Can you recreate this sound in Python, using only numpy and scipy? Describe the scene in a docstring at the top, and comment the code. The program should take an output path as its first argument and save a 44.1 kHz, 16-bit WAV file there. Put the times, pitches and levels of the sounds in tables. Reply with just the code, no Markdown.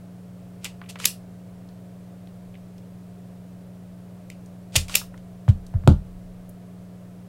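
"""At a workbench in a small, dry room, an automatic wire stripper is squeezed twice, then laid on a mat.
Its jaws bite, slide and snap back on a spring: noise bursts ring the plastic body, frame and steel jaws.
Rubbing is a dense run of tiny uneven slips. Light ticks of handle, wire and fingers are short noise bands.
Landings on the silicone mat are falling thuds, and the desk booms with decaying sine tones and a rumble.
Mains hum (steady sines) and a fan's soft rush (filtered noise) run underneath."""
import sys
import numpy as np
from scipy import signal
from scipy.fft import rfft, irfft
from scipy.io import wavfile

SR = 44100
rng = np.random.default_rng(int(sys.argv[2]) if len(sys.argv) > 2 else 0)


def dump_mix(stems):
    """Bounce the given channels to the path in sys.argv[1] as a 16-bit WAV at rate SR."""
    frames = np.atleast_2d(stems).T  # one column per channel
    limited = np.clip(frames, -1, 1)  # hard clip at full scale
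    pcm = np.round(limited * 32767).astype(np.int16)
    wavfile.write(sys.argv[1], SR, pcm)


N = 321074

PIVOT_HZ, PIVOT_OCTAVES = 2500, 0.32  # the narrow ring of the handle's pivot


def undb(db):
    """Turn decibels into a plain loudness factor."""
    return 10 ** (np.asarray(db) / 20)


def seconds(length):
    """The time of every sample in a stretch of this many seconds."""
    return np.arange(int(length * SR)) / SR


def unit(x):
    """Scale to an energy of one."""
    return x / np.sqrt(np.sum(x ** 2))


def blow(x, db):
    """Give a sound the energy of one millisecond at this level."""
    return unit(x) * undb(db) * np.sqrt(SR / 1000)


def add(track, s, x):
    """Mix a sound into a track at a time in seconds."""
    i = int(s * SR)
    track[i:i + len(x)] += x[:N - i]


def colour(x, spectrum_db):
    """Filter a sound by a curve of dB over pitch, with no sound before its cause (minimum phase)."""
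    size = 4096
    hz = np.maximum(np.fft.rfftfreq(size, 1 / SR), 10)
    cepstrum = irfft(np.log(undb(spectrum_db(hz))))
    # folding the second half onto the first moves the response as early as possible
    cepstrum[1:size // 2] *= 2
    cepstrum[size // 2 + 1:] = 0
    response = irfft(np.exp(rfft(cepstrum)))
    return signal.fftconvolve(x, response)[:len(x)]


def through(points, tilt=0):
    """Curve through (Hz, dB) points, with the treble tilted in dB per octave."""
    f, db = np.transpose(points)
    return lambda hz: np.interp(np.log(hz), np.log(f), db) + tilt * np.log2(1 + hz / 1200)


def resonant(modes):
    """Curve of damped resonances: a peak at each pitch, wider when it is more damped."""
    def spectrum_db(hz):
        power = sum(undb(db) ** 2 / (1 + ((hz / f - f / hz) * f / width) ** 2)
                    for f, width, db in modes)
        return 10 * np.log10(power)
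    return spectrum_db


def burst(decay_ms):
    """Dense micro-impacts that die away as two parts settle on each other."""
    t = seconds(.15)
    return rng.standard_normal(len(t)) * np.exp(-1000 * t / max(decay_ms, .1))


# steady tones of the mains and of a fan: (f/Hz, level/dB rms)
HUM_TONES = [(99.8, -53), (113.3, -60.5), (120.1, -51), (180.2, -43), (199.8, -67.5), (271, -64),
             (299.7, -65.5), (399.5, -66), (429, -67.5), (699, -72)]
# colour of the fan and room air: (f/Hz, relative level/dB per Hz)
AIR_COLOUR = [(10, -8), (20, 9.5), (32, 3), (140, 3), (360, -1.5), (580, 2.5), (700, 1), (780, -7.5),
              (1000, -10), (1800, -16), (3600, -22), (6500, -25), (8600, -24), (16000, -28.5)]


def background(air_db=-52):
    """Steady hum tones of mains and fan over the soft rush of air."""
    t = np.arange(N) / SR
    hum = sum(np.sqrt(2) * undb(db) * np.sin(2 * np.pi * (hz * t + rng.random()))
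              for hz, db in HUM_TONES)
    air = colour(rng.standard_normal(N), through(AIR_COLOUR))
    return hum + undb(air_db) * air / air.std()


# colour of the plastic body: (f/Hz, relative level/dB)
BODY_COLOUR = [(150, -9), (380, -11), (550, -3.5), (750, -9.5), (1100, -8.5), (1700, -9), (2600, 2),
               (4000, -1), (6000, -1.5), (8500, -1.5), (11500, -8.5), (13000, -10.5), (16000, -18.5)]


def slide(length_s, levels_db, tilt, grain_db=2.5):
    """Friction: tiny slips of uneven size, heard through the body, pass evenly through the levels."""
    count = len(seconds(.2))
    slips = rng.standard_normal(count) * undb(grain_db * rng.exponential(size=count))
    rub = colour(slips, through(BODY_COLOUR, tilt))[:len(seconds(length_s))]
    progress = np.linspace(0, 1, len(rub))
    level_db = np.interp(progress, np.linspace(0, 1, len(levels_db)), levels_db)
    return rub / rub.std() * undb(level_db)


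# resonances of the tool's frame: (f/Hz, width/Hz, relative level/dB)
FRAME_RINGS = [(2180, 210, -7.5), (2520, 220, 0), (2850, 130, -1), (3550, 220, -2), (4170, 170, -6),
               (4980, 300, -3), (7600, 790, -6.5)]
# resonances of the steel jaws: (f/Hz, width/Hz, relative level/dB)
STEEL_RINGS = [(4820, 300, -4), (5350, 310, -3.5), (6000, 89, -1.5), (7170, 250, -4), (8500, 270, -3.5),
               (9670, 250, -5.5), (10840, 400, -2.5), (11300, 670, -0.5), (15500, 700, -7)]


def clack(db, decay_ms, tilt, steel_db, frame_db=-5):
    """A blow rattles the plastic body and rings the frame and the steel jaws."""
    # frame and steel levels are relative to the body
    parts = [(through(BODY_COLOUR, tilt), 0),
             (resonant(FRAME_RINGS), frame_db),
             (resonant(STEEL_RINGS), steel_db)]
    mix = sum(undb(part_db) * unit(colour(burst(decay_ms), spectrum)) for spectrum, part_db in parts)
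    return blow(mix, db)


def tick(db, centre_hz, octaves, decay_ms=3.2, skirt_db=-38):
    """A small contact, damped by the hand: one band of noise above a faint floor at all pitches."""
    def band(hz):
        hump = np.exp(-.5 * (np.log2(hz / centre_hz) / octaves) ** 2)
        return 20 * np.log10(hump + undb(skirt_db))
    return blow(colour(burst(decay_ms), band), db)


# the jaws bite: (t/s of the first crack, its level/dB, gap between cracks/ms, growth per crack/dB)
JAW_BITES = [(0.6448, -21.5, 7.7, -3.5), (4.7557, -10.5, 3.9, 2.5)]
# strongest crack: decay, treble tilt in dB per octave, steel ring relative to the body
CRACK_MS, CRACK_TILT, CRACK_STEEL_DB = 3.2, 0.8, -16.5
# for each dB that a crack is weaker: dB per octave of treble lost, decay gained
CRACK_DULLING, CRACK_DRAG_MS = 1.0, .5
# creak: length, end level relative to the first crack, rise on the way, tilt in dB per octave
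CREAK_S, CREAK_DB, CREAK_SWELL_DB, CREAK_TILT = .034, -27, 19.5, -4


def bites(pivot_db=-27.0, pivot_ms=9, count=3):
    """The loaded jaws creak, the insulation cracks (weak cracks duller and longer), the pivot rings."""
    out, k = np.zeros(N), np.arange(count)
    for s, db, gap_ms, growth_db in JAW_BITES:
        creak_end_db = db + CREAK_DB
        add(out, s - CREAK_S, slide(CREAK_S, [creak_end_db - CREAK_SWELL_DB, creak_end_db], CREAK_TILT))
        times = s + k * gap_ms / 1000
        levels = db + k * growth_db
        for at, crack_db, weaker in zip(times, levels, levels.max() - levels):
            decay_ms = CRACK_MS + CRACK_DRAG_MS * weaker
            tilt = CRACK_TILT - CRACK_DULLING * weaker
            add(out, at, clack(crack_db, decay_ms, tilt, CRACK_STEEL_DB))
        # the pivot starts to ring on the second crack
        add(out, times[1], tick(pivot_db, PIVOT_HZ, PIVOT_OCTAVES, pivot_ms))
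    return out


# light ticks of handle, wire and fingers: (t/s, level/dB, centre f/Hz, width/octaves)
HANDLING_TICKS = [(0.816, -32.5, 1340, .7), (0.9571, -30.5, 1370, .85), (1.6886, -50.5, 3800, .5),
                  (2.2727, -49, 3000, 0.45), (2.5421, -47.5, 2500, .35), (2.553, -44.5, 2400, .4),
                  (2.7811, -50, 4000, 1), (4.4598, -49, 7000, .5), (5.0143, -32.5, 1140, 0.59),
                  (5.141, -39, 1200, 0.61), (5.1767, -46, 2480, 1), (5.6658, -44, 5520, 0.73),
                  (6.493, -42, 11030, .5)]


def ticks():
    """Small contacts while the tool and the wire are handled."""
    out = np.zeros(N)
    for s, db, centre_hz, octaves in HANDLING_TICKS:
        add(out, s, tick(db, centre_hz, octaves))
    return out


def pull(s=0.889, length_s=0.023, peak_db=-38, edge_db=-46, strain_s=.055, strain_db=-46, count=3):
    """The first squeeze: the pivot ticks faintly under strain, then the cut sleeve scrapes off the wire."""
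    out = np.zeros(N)
    for k, chance in enumerate(rng.random(count)):
        at = s - strain_s * (k + chance) / count
        add(out, at, tick(strain_db, PIVOT_HZ, PIVOT_OCTAVES, decay_ms=4))
    add(out, s, slide(length_s, [edge_db, peak_db, edge_db], tilt=-0.3))
    return out


# the spring throws the jaws back:
# (t/s of the snap, level/dB, travel time/s, steel ring/dB, level/dB of the click as they start to move)
JAW_RETURNS = [(1.0559, -3.5, .055, 2.5, -47), (4.9546, -3, .059, 0, -33.5)]
# blows ending each return, catch, first touch and stop: (lead before the snap/ms, relative level/dB,
# decay/ms, brightness/dB per octave, steel ring/dB added to that of the return)
SNAP_BLOWS = [(12.5, -21.5, 3.9, -2.5, -15), (2.5, -10, 1.5, 2.5, -9.5), (0, 0, 2.1, 2, 0.5)]
# levels relative to the snap: coming free, end of the slide; then the slide's rise and tilt in dB per octave
UNLATCH_DB, GLIDE_DB, GLIDE_SWELL_DB, GLIDE_TILT = -27, -33.5, 8.5, -2.7
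GLIDE_LEAD_S = .013  # the jaws begin to slide this long before they come free


def returns(unlatch_hz=1330, unlatch_octaves=.7, pivot_db=-20):
    """The jaws come free with a dull click, slide ever louder and snap on their stop, jolting the pivot."""
    out = np.zeros(N)
    for s, db, travel_s, steel_db, start_db in JAW_RETURNS:
        glide_s = travel_s + GLIDE_LEAD_S
        glide_end_db = db + GLIDE_DB
        add(out, s - glide_s, clack(start_db, decay_ms=2.1, tilt=-1.1, steel_db=-10.5))
        add(out, s - glide_s, slide(glide_s, [glide_end_db - GLIDE_SWELL_DB, glide_end_db], GLIDE_TILT))
        add(out, s - travel_s, tick(db + UNLATCH_DB, unlatch_hz, unlatch_octaves))
        add(out, s - travel_s, clack(db + UNLATCH_DB, decay_ms=2.1, tilt=-5, steel_db=-18))
        for lead_ms, blow_db, decay_ms, tilt, ring_db in SNAP_BLOWS:
            at = s - lead_ms / 1000
            add(out, at, clack(db + blow_db, decay_ms, tilt, steel_db + ring_db))
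            add(out, at, tick(db + pivot_db, PIVOT_HZ, PIVOT_OCTAVES, decay_ms=1.7))
    return out


def grip(s=4.3011, pivot_db=-34.5):
    """Before the second bite the jaws close lightly on the wire."""
    out = np.zeros(N)
    add(out, s, clack(db=-35.5, decay_ms=1.5, tilt=1.0, steel_db=-17))
    add(out, s, tick(pivot_db, PIVOT_HZ, PIVOT_OCTAVES, decay_ms=1.8))
    return out


def thud(hz, cycles=4.3, fall=0.67):
    """A bending wave crosses the desk top: its higher part travels faster, so the pitch falls."""
    t = seconds(cycles / hz)
    u = t / t[-1]
    swell = np.sin(np.pi * u ** 0.83) ** 2
    # the pitch passes hz halfway through
    return swell * np.sin(2 * np.pi * hz * t * (1 + fall * (1 - u) / 2))


# hands and tool bump onto the mat: (t/s, thud level/dB, thud f/Hz, desk ring level/dB, contact time/ms)
MAT_THUMPS = [(4.759, -19, 112.6, -2, 7.9), (5.48, -4.5, 107, -1.5, 4.66), (5.7394, -15, 102, -4.5, 7.1),
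              (5.8366, -22, 102, -24.5, 6.4), (5.871, -2.5, 131.7, 7.5, 1.1), (5.899, -9.5, 83, 1.5, 1.72)]
# ringing tones of the desk: (f/Hz, relative level/dB, time to fall by 60 dB/s, build-up/ms)
DESK_TONES = [(42, -18.5, 0.22, 8), (84, -11, 0.27, 8), (145.7, -21, 0.26, 10), (197.1, -6, .17, 18),
              (281, -13, 0.081, 3.2), (351, -21, 0.097, 3), (442, -24, 0.091, 3), (537.5, -24.5, 0.078, 2)]
SWAY_DB, SWAY_GROWTH = -37, .3  # rumble of the desk, and its rise in dB per dB of ring


def desk(sway_hz=30, sway_decay_s=0.22):
    """Each landing thuds and the desk rings and sways; a longer contact stirs its high tones less."""
    t, out = seconds(1), np.zeros(N)
    modes = np.zeros(len(t))
    for hz, db, t60, rise_ms in DESK_TONES:
        build_up = (1 - np.exp(-1000 * t / rise_ms)) ** 2
        modes += undb(db - 60 * t / t60) * build_up * np.sin(2 * np.pi * hz * t)
    legs = signal.butter(2, [sway_hz * .65, sway_hz * 1.5], "band", fs=SR, output="sos")
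    for s, thud_db, hz, ring_db, contact_ms in MAT_THUMPS:
        # one smooth push, zero once the contact is over
        push = np.sin(np.pi * np.minimum(1000 * t / contact_ms, 1)) ** 2
        ring = signal.fftconvolve(push / push.sum(), modes)
        rumble = signal.sosfilt(legs, rng.standard_normal(len(t)))
        sway = rumble / rumble.std() * np.exp(-t / sway_decay_s)
        add(out, s, undb(thud_db) * thud(hz))
        add(out, s, undb(ring_db) * ring)
        add(out, s, undb(SWAY_DB + SWAY_GROWTH * ring_db) * sway)
    return out


TAP_DB, TAP_HZ, TAP_OCTAVES = -19, 720, .85  # tap of a soft landing; level relative to its thud
SOFT_MS = 3  # a contact longer than this is soft


def taps(rattle_s=5.487):
    """Soft landings tap the mat in step with their thuds; loose parts rattle once as the tool lands."""
    out = np.zeros(N)
    for s, thud_db, _, _, contact_ms in MAT_THUMPS:
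        if contact_ms > SOFT_MS:
            add(out, s, tick(thud_db + TAP_DB, TAP_HZ, TAP_OCTAVES))
    add(out, rattle_s, clack(db=-33, decay_ms=10, tilt=-5, steel_db=-17))
    add(out, rattle_s, tick(db=-37, centre_hz=3000, octaves=.3, decay_ms=4.8))
    return out


# colour of the tool's head striking the mat: (f/Hz, relative level/dB)
KNOCK_COLOUR = [(150, -16), (330, 6), (550, 3), (850, 2.5), (1100, -6.5), (1400, -2.5), (1800, -24),
                (2500, -18.5), (3200, -12.5), (5000, -24), (9000, -38.5), (16000, -44)]


def knock(s=5.8756, db=-5, tick_db=-23, tick_ms=3.8, settle_db=-18.0, settle_ms=16):
    """The hard head tips onto the mat: one blow and a tick of the plastic body, while loose parts settle."""
    out = np.zeros(N)
    impact = signal.unit_impulse(len(seconds(.1)))
    add(out, s, blow(colour(impact, through(KNOCK_COLOUR)), db))
    add(out, s, blow(colour(burst(tick_ms), through(BODY_COLOUR, -1.3)), tick_db))
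    add(out, s, blow(colour(burst(settle_ms), through(KNOCK_COLOUR)), settle_db))
    return out


def stripper():
    """All that the tool radiates in one direction."""
    return bites() + ticks() + pull() + returns() + grip() + taps() + knock()


def room(x, t60=0.18, onset_s=0.005003):
    """A short diffuse tail of fading noise; air and furnishings take the highest treble."""
    t = seconds(.3)
    fade = np.exp(-np.log(1000) * t / t60)
    tail = rng.standard_normal(len(t)) * fade * (1 - np.exp(-t / onset_s))
    # colour of the tail: (f/Hz, relative level/dB)
    tail = colour(tail, through([(200, -2), (1200, 0.5), (2500, -2.0), (4200, 0.0), (7500, -1),
                                 (11500, -1.5), (16000, -2.5)]))
    return signal.oaconvolve(x, unit(tail))[:N]


def scene(wet_db=-15, wall_s=.0152, wall_db=-21):
    """The tool sounds a little different in every direction: one path is direct, three feed the room."""
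    out = stripper() + desk() + background()
    paths = [stripper() for _ in range(3)]
    # one near wall throws back a distinct early echo
    add(out, wall_s, undb(wall_db) * paths[0])
    return (out + undb(wet_db) * sum(room(path) for path in paths))[None]


def record(dry, top_hz=15900):
    """The sharpest peaks are clipped flat, then everything above the top pitch is cut."""
    low_pass = signal.ellip(10, .1, 80, top_hz, fs=SR, output="sos")
    return signal.sosfilt(low_pass, np.clip(dry, -.95, .95))


dry = scene()
out = record(dry)
dump_mix(out)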